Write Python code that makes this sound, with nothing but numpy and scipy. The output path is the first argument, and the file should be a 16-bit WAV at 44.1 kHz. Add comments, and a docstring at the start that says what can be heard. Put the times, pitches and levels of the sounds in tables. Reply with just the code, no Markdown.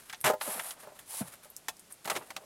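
"""A leather case, dropped by a hand into the open glove compartment of a parked car, slides along the lining.
Filtered noise makes its scrapes, hiss and dull knocks; decaying modes make the ring of the hollow box.
Short noise bursts with modes make the clicks and lid rattle as the lid is pushed up, and the watch band's ticks.
Sagging tones make soft thumps. The small padded cabin is almost dead: only faint air hiss, no reverberation."""
import sys
import numpy as np
from scipy import signal
from scipy.fft import rfft, irfft
from scipy.io import wavfile

SR = 44100
rng = np.random.default_rng(int(sys.argv[2]) if len(sys.argv) > 2 else 0)


def store_wav(level_fs):
    """Save 16-bit WAV to argv[1]."""
    pcm = np.round(np.clip(np.atleast_2d(level_fs), -1, 1) * 32767)
    wavfile.write(sys.argv[1], SR, pcm.T.astype(np.int16))


N = 108045
TIME = np.arange(N) / SR  # s


def from_db(db):
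    """Level definition: an amplitude ratio is 10 to the power dB/20."""
    return 10 ** (np.asarray(db) / 20)


def rms_one(x):
    """Normalisation: scale to unit root-mean-square amplitude."""
    return x / np.sqrt(np.mean(x ** 2) + 1e-20)


def at_hz(points, hz):
    """Logarithmic frequency scale: interpolate a table linearly in log f."""
    f, value = np.transpose(points)
    return np.interp(np.log(hz), np.log(f), value)


def level_curve(rows):
    """Amplitude envelope: gain through (t/s, level/dB) points, silent before the first."""
    s, db = np.transpose(rows)
    return from_db(np.interp(TIME, s, db)) * (TIME >= s[0])


def decay(age, t60):
    """Exponential decay: the level falls 60 dB in each t60."""
    return np.exp(-np.log(1000) * age / t60)


def burst(start, hold, t60):
    """Transient envelope: sudden start, hold, exponential decay."""
    age = TIME - start
    fade = np.maximum(decay(np.maximum(age - hold, 0), t60), np.exp(-20))
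    return (age >= 0) * fade


def band_noise(edges):
    """Band limitation: white noise through a band-pass filter, rms 1."""
    sos = signal.butter(3, edges, "band", fs=SR, output="sos")
    return rms_one(signal.sosfilt(sos, rng.standard_normal(N)))


def coloured(spectrum):
    """Spectral shaping: weight noise by a table of f/Hz, density/dB, then scale to rms 1."""
    hz = np.maximum(np.arange(N // 2 + 1) * SR / N, 1)
    white = rfft(rng.standard_normal(N))
    return rms_one(irfft(white * from_db(at_hz(spectrum, hz)), N))


def grain(per_s, depth_db):
    """Amplitude modulation: the quick random flutter of a rubbing contact, rms 1."""
    steps = rng.standard_normal(N)
    return rms_one(from_db(depth_db * np.interp(TIME * per_s, np.arange(N), steps)))


def impulses(rows):
    """Impulsive excitation: one impulse for each (t/s, level/dB)."""
    out = np.zeros(N)
    for s, db in rows:
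        out[int(np.clip(s * SR, 0, N - 1))] += from_db(db)
    return out


MODE_SPREAD_S = .003  # the modes reach the ear up to this much apart


def ring(force, modes):
    """Modal superposition: a force drives damped resonators, each heard a little late."""
    out = 0
    for (hz, db, t60), late in zip(modes, rng.random(len(modes))):
        r = decay(1 / SR, t60)
        w = 2 * np.pi * hz / SR
        tone = signal.lfilter([0, np.sin(w)], [1, -2 * r * np.cos(w), r * r], force + 1e-18)
        # nothing sounds far below a mode
        tone = signal.sosfilt(signal.butter(2, hz / 2, "high", fs=SR, output="sos"), tone)
        delay = int(late * MODE_SPREAD_S * SR)
        out = out + from_db(db) * np.pad(tone, (delay, 0))[:N]
    return out


# dull knocks of the case on the box: t/s, relative level/dB
KNOCKS = [(0.2680, -26.5), (0.2985, -18.5), (0.3342, -26), (0.4760, -33), (0.5690, -44), (0.8390, -57),
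          (0.8710, -41.5), (0.9190, -50), (1.4530, -51), (2.1640, -36.5), (2.3980, -58), (2.4160, -51.5),
          (2.4350, -53)]
# spectrum of their puff: f/Hz, relative density/dB
KNOCK_COLOUR = [(30, -45), (50, -42), (130, -24), (300, -19.5), (600, -5), (950, -14.5), (1500, -28),
                (3000, -37), (8000, -37.5), (16000, -34)]
# modes of the hollow box, also driven by scraping and rubbing: f/Hz, relative level/dB, t60/s
BOX = [(404.4, -9.5, 0.14), (512, -10, 0.16), (613.4, 1.5, 0.099), (768, -9.5, 0.14), (866, -1.5, 0.073),
       (897, -10, 0.078), (928, -16, 0.12), (1022, -10, 0.17), (1247, -9, 0.071), (1400, -13, 0.066),
       (1664, -17, 0.082), (1750, -29, 0.067), (1900, -30, 0.14), (2070, -28, 0.063)]
KNOCK_PUSH_S, KNOCK_T60_S = 0.0075, 0.054
KNOCK_PUFF_DB, KNOCK_RING_DB = -8.5, -2.5


def knocks():
    """Impact excitation: the padded case gives a dull puff of noise and sets the box modes ringing."""
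    envelope = sum(from_db(db) * burst(s, KNOCK_PUSH_S, KNOCK_T60_S) for s, db in KNOCKS)
    puff = envelope * coloured(KNOCK_COLOUR)
    box = ring(impulses(KNOCKS), BOX)
    return from_db(KNOCK_PUFF_DB) * puff + from_db(KNOCK_RING_DB) * box


# the case scrapes in over the edge: t/s, relative level/dB
SCRAPE = [(0.2395, -54), (0.2425, -27), (0.250, -25), (0.266, -23.5), (0.273, -23), (0.283, -30),
          (0.295, -32), (0.318, -42.5), (0.352, -61)]
# spectrum of the scrape: f/Hz, relative density/dB
SCRAPE_COLOUR = [(30, -42), (60, -42), (125, -8), (340, -19), (760, -6), (1100, -7), (1500, -4.5),
                 (2100, -10.5), (3200, -13), (4400, -20), (12000, -16), (16000, -33)]
SCRAPE_FLUTTER_PER_S, SCRAPE_RING_DB = 700, -1


def scrape():
    """Frictional excitation: dense random slips sound directly and drive the box modes."""
    effort = level_curve(SCRAPE) * (TIME < SCRAPE[-1][0])
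    effort = effort * grain(SCRAPE_FLUTTER_PER_S, depth_db=2.0)
    slips = rng.standard_normal(N)
    box = ring(slips * effort, BOX) / np.std(ring(slips, BOX))
    return effort * coloured(SCRAPE_COLOUR) + from_db(SCRAPE_RING_DB) * box


# two strokes of leather on the lining: t/s, level/dB
PUSH = [(0.402, -56), (0.414, -37), (0.44, -39), (0.54, -37), (0.60, -44.5), (0.625, -44), (0.675, -40.5),
        (0.715, -43.5), (0.76, -67)]
NUDGE = [(1.06, -60.5), (1.11, -41.5), (1.165, -40.5), (1.205, -37.5), (1.235, -55), (1.27, -55),
         (1.305, -70), (1.335, -61), (1.38, -90)]
# spectra of the strokes: f/Hz, relative density/dB
PUSH_COLOUR = [(30, -40), (300, -30), (612, -1.5), (1450, -4.5), (2380, -8.5), (6170, -12), (8500, -5),
               (10700, 2), (14100, -10), (16000, -21)]
NUDGE_COLOUR = [(120, -46), (200, -31), (409, -34), (529, -22), (883, -3.5), (1230, -13.5), (2210, -11),
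                (2650, -11), (7010, -9), (10100, 1.5), (16000, -16)]
# light brushes of hand and leather: t at the middle/s, standard deviation/s, level/dB
BRUSHES = [(0.0, 0.014, -54.5), (0.09, 0.065, -56.5), (0.728, 0.0073, -56), (0.805, .012, -51.5),
           (0.836, 0.0093, -53), (0.857, 0.0072, -73), (0.962, 0.0082, -62), (1.005, 0.027, -59),
           (1.281, 0.012, -48.5), (1.335, 0.016, -50), (1.448, 0.011, -52), (1.913, 0.0078, -54),
           (2.139, 0.041, -45), (2.28, 0.035, -61)]
# spectrum of the brushes: f/Hz, relative density/dB
BRUSH_COLOUR = [(200, -9), (700, -9), (1400, -3), (3000, -10.5), (6000, -13), (10000, -4), (13000, -8.5),
                (16000, -22)]


def sliding():
    """Friction noise: fine-grained hiss of leather on the lining, with bell-shaped light brushes."""
    push = level_curve(PUSH) * (TIME < PUSH[-1][0]) * coloured(PUSH_COLOUR)
    nudge = level_curve(NUDGE) * (TIME < NUDGE[-1][0]) * coloured(NUDGE_COLOUR)
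    touch = sum(from_db(db) * np.exp(-.5 * ((TIME - s) / width) ** 2) for s, width, db in BRUSHES)
    brushes = touch * coloured(BRUSH_COLOUR) * grain(250, depth_db=3.0)
    return (push + nudge) * grain(400, depth_db=1.5) + brushes


# limits of the half-octave noise bands: f/Hz
EDGES_HZ = np.geomspace(28, 17500, 20)
CENTRES_HZ = np.sqrt(EDGES_HZ[1:] * EDGES_HZ[:-1])
# where the click spectra are given: f/Hz
BANDS_HZ = [200, 800, 1900, 5000, 10500]
# hard contacts in the compartment, then of the lid as it is pushed up:
# t/s, contact length/s, ring level/dB, then relative level per octave/dB at each of BANDS_HZ
CLICKS = [(0.097, 0.0062, -84, -81, -58, -40.5, -49, -48.5),
          (0.1276, 0.0038, -65, -72, -70, -41, -45, -45.5), (0.132, 0.004, -42.5, -97, -46, -52, -72, -68),
          (0.145, .002, -83, -87.5, -80, -49.5, -44.5, -64),
          (0.412, 0.0044, -59, -75, -34.5, -35, -35.5, -79),
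          (0.5950, 0.003, -42.5, -86, -39, -31.5, -43, -38.5),
          (0.7076, 0.00074, -62, -87, -56, -41, -39.5, -38),
          (0.990, 0.0053, -54.5, -73, -71, -47.5, -58, -44),
          (1.6834, 0.0078, -35.5, -63, -41, -41.5, -35.5, -34.5),
          (1.905, 0.013, -76, -101, -60, -58, -86, -53)]
LID_CLICKS = [(2.049, 0.0044, -51.5, -73, -56, -49, -50, -68),
              (2.055, 0.0026, -45, -49, -55, -44.5, -46.5, -35),
              (2.075, 0.0097, -46, -62, -32, -38.5, -46, -43),
              (2.099, 0.0045, -34.5, -70, -36, -31, -31.5, -29.5),
              (2.114, 0.0039, -35.5, -58, -42, -40, -54, -45), (2.153, 0.01, -50, -48, -46, -41, -42, -52),
              (2.163, 0.0086, -45.5, -49, -37, -35.5, -42.5, -39.5),
              (2.224, .006, -56, -62, -56, -55, -65, -76),
              (2.304, 0.0025, -48.5, -69, -44, -39.5, -45.5, -44),
              (2.3642, 0.003, -43.5, -54.5, -40.5, -38.5, -38, -42)]
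# how fast a contact dies in the compartment: f/Hz, t60/s
CLICK_DECAY = [(200, 0.17), (800, 0.072), (2000, 0.05), (5000, 0.053), (11000, 0.058)]
# modes of the plastic frame and of the lid: f/Hz, relative level/dB, t60/s
FRAME = [(730, -8.5, 0.12), (887, -2.5, .08), (1050, -2, 0.057), (1374, -10, 0.075), (1626, -2, 0.042),
         (1816, -2, 0.07), (2236, -0.5, 0.021), (2606, -6.5, 0.066), (3430, 0, 0.056), (3682, -25, 0.066),
         (6180, -8, 0.059), (6500, -15, 0.061)]
LID = [(585, -3, 0.084), (639, -5, 0.085), (779, 1.5, 0.083), (904, -0.5, 0.051), (1050, -9, 0.051),
       (1210, 0.5, 0.073), (1272, 4.5, 0.029), (1793, -15, .06), (1974, -4, .06), (2120, 1, 0.024),
       (2180, -13, 0.032), (2705, -1, 0.04)]
CLICK_DB, CLICK_SNAP_DB, SNAP_S = -3.5, 3, 0.0033


def plastic_clicks():
    """Frequency-dependent damping: contacts snap, hold and die, lows last; frame or lid modes ring on."""
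    out = 0
    for rows, modes in [(CLICKS, FRAME), (LID_CLICKS, LID)]:
        out = out + ring(impulses([(row[0], row[2]) for row in rows]), modes)
    for hz, edges in zip(CENTRES_HZ, zip(EDGES_HZ, EDGES_HZ[1:])):
        band = band_noise(edges)
        t60 = at_hz(CLICK_DECAY, hz)
        low_cut = min(1, hz / BANDS_HZ[0]) ** 2
        top_cut = from_db(-16 * max(0, np.log2(hz / BANDS_HZ[-1])))
        for s, hold, _, *levels in CLICKS + LID_CLICKS:
            start = int(s * SR)
            span = slice(start, start + SR // 5)
            age = TIME[span] - TIME[span][0]
            snap = from_db(CLICK_SNAP_DB * np.exp(-age / SNAP_S))
            shape = decay(np.maximum(age - hold, 0), t60) * snap
            db = np.interp(np.log(hz), np.log(BANDS_HZ), levels)
            gain = from_db(CLICK_DB + db) * np.sqrt(.5)  # half an octave carries half the power
            out[span] += gain * low_cut * top_cut * shape * band[span]
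    return out


# watch band links: t/s, relative level/dB, lower band edge f/Hz, ring level relative to the tick/dB
LINKS = [(0.2057, -34, 9000, -30), (0.2128, -25.5, 8500, -36), (1.5020, -36, 10300, -28),
         (1.5654, -27, 5600, -32), (1.7680, -44, 5000, -20), (1.7950, -38, 6070, -11.5),
         (1.924, -34.5, 7740, -7), (1.9415, -43, 7500, -20), (2.0455, -37, 6880, -26)]
# modes of a link: f/Hz, relative level/dB, t60/s
LINK_MODES = [(8600, 2, 0.04), (10300, -2, .06), (12920, -11, .04)]
LINK_SNAP_S, LINK_TAIL_DB, LINK_T60_S, LINK_TOP_HZ = 0.00025, -16.5, 0.081, 13250


def watch_band():
    """Small-body resonance: steel links give a bright snap, a short scatter and a thin high ring."""
    out = ring(impulses([(s, db + ring_db) for s, db, _, ring_db in LINKS]), LINK_MODES)
    for s, db, hz, _ in LINKS:
        noise = band_noise([min(hz, .9 * LINK_TOP_HZ), LINK_TOP_HZ])
        snap = .5 * burst(s, LINK_SNAP_S, 0.0031)
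        scatter = from_db(LINK_TAIL_DB) * burst(s, 0, LINK_T60_S)
        out = out + from_db(db) * (snap + scatter) * noise
    return out


# the case settles: t/s, level/dB
THUMPS = [(0.477, -46), (0.555, -49), (1.2072, -31)]
# spectrum of the puff in a thump: f/Hz, relative density/dB
THUMP_COLOUR = [(40, -30), (130, 5.5), (260, 2), (380, -17), (550, 0), (1300, -12.5), (3000, -26),
                (16000, -41)]
# low boom of the dashboard: f/Hz, relative level/dB, t60/s
DASH = [(137, -11.5, .18), (181, -14, 0.15)]
THUMP_HZ, THUMP_END_HZ, THUMP_SAG_S = 303, 146, 0.017
THUMP_RISE_S, THUMP_HOLD_S, THUMP_T60_S, THUMP_PUFF_DB = 0.0023, 0.011, 0.079, -6.5


def thumps():
    """Falling-pitch transient: the case settles on the soft wallet under it and the dashboard booms."""
    out = ring(impulses(THUMPS), DASH)
    puff = from_db(THUMP_PUFF_DB) * coloured(THUMP_COLOUR)
    for s, db in THUMPS:
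        age = np.maximum(TIME - s, 0)
        sag = np.exp(-age / THUMP_SAG_S)
        hz = (THUMP_END_HZ + (THUMP_HZ - THUMP_END_HZ) * sag) * (age > 0)
        tone = np.sin(2 * np.pi * np.cumsum(hz) / SR)
        shape = np.minimum(age / THUMP_RISE_S, 1) * burst(s, THUMP_HOLD_S, THUMP_T60_S)
        out = out + from_db(db) * shape * (tone + puff)
    return out


# the box murmurs while things rub in it: t/s, relative level/dB
RUB = [(0.38, -81), (0.42, -47), (0.58, -42.5), (0.64, -62), (0.86, -48.5), (1.05, -67.5), (1.2, -48),
       (1.4, -64), (2.03, -78), (2.06, -45), (2.14, -39.5), (2.21, -55.5), (2.34, -59), (2.43, -57)]
# spectrum of the rubbing: f/Hz, relative density/dB
RUB_COLOUR = [(30, -35), (60, -37), (170, -7), (320, -10), (600, 2.5), (1000, -2.5), (1800, -10),
              (4000, -18), (16000, -64)]
RUB_DB, RUB_RING_DB = -4.5, -10.5


def box_murmur():
    """Sustained random excitation: uneven rubbing keeps the hollow box sounding."""
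    rubbing = from_db(RUB_DB) * coloured(RUB_COLOUR)
    box = from_db(RUB_RING_DB) * rms_one(ring(rng.standard_normal(N), BOX))
    return level_curve(RUB) * grain(90, depth_db=5.5) * (rubbing + box)


# spectrum of the cabin hiss: f/Hz, relative density/dB
CABIN_AIR = [(25, -10), (60, -7), (150, -3), (300, -5), (560, -6.5), (1000, -9.5), (1800, -10.5),
             (6050, -13.5), (10000, -11.5), (13000, -16), (16000, -27.5)]
CABIN_AIR_DB = -60.5


def cabin_air():
    """Stationary background noise: the faint steady hiss of the quiet cabin."""
    return from_db(CABIN_AIR_DB) * coloured(CABIN_AIR)


def scene():
    """Linear superposition: every source straight ahead, identical in both channels, over the cabin hiss."""
    mono = knocks() + scrape() + sliding() + plastic_clicks() + watch_band() + thumps() + box_murmur()
    # small parts radiate no deep bass
    mono = signal.sosfilt(signal.butter(2, 75, "high", fs=SR, output="sos"), mono)
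    mono = mono + cabin_air()
    return np.array([mono, mono])


CUTOFF_HZ = 15900


def record(dry):
    """Low-pass filtering: the top is cut steeply."""
    return signal.sosfilt(signal.ellip(10, .2, 80, CUTOFF_HZ, fs=SR, output="sos"), dry)


dry = scene()
out = record(dry)
store_wav(out)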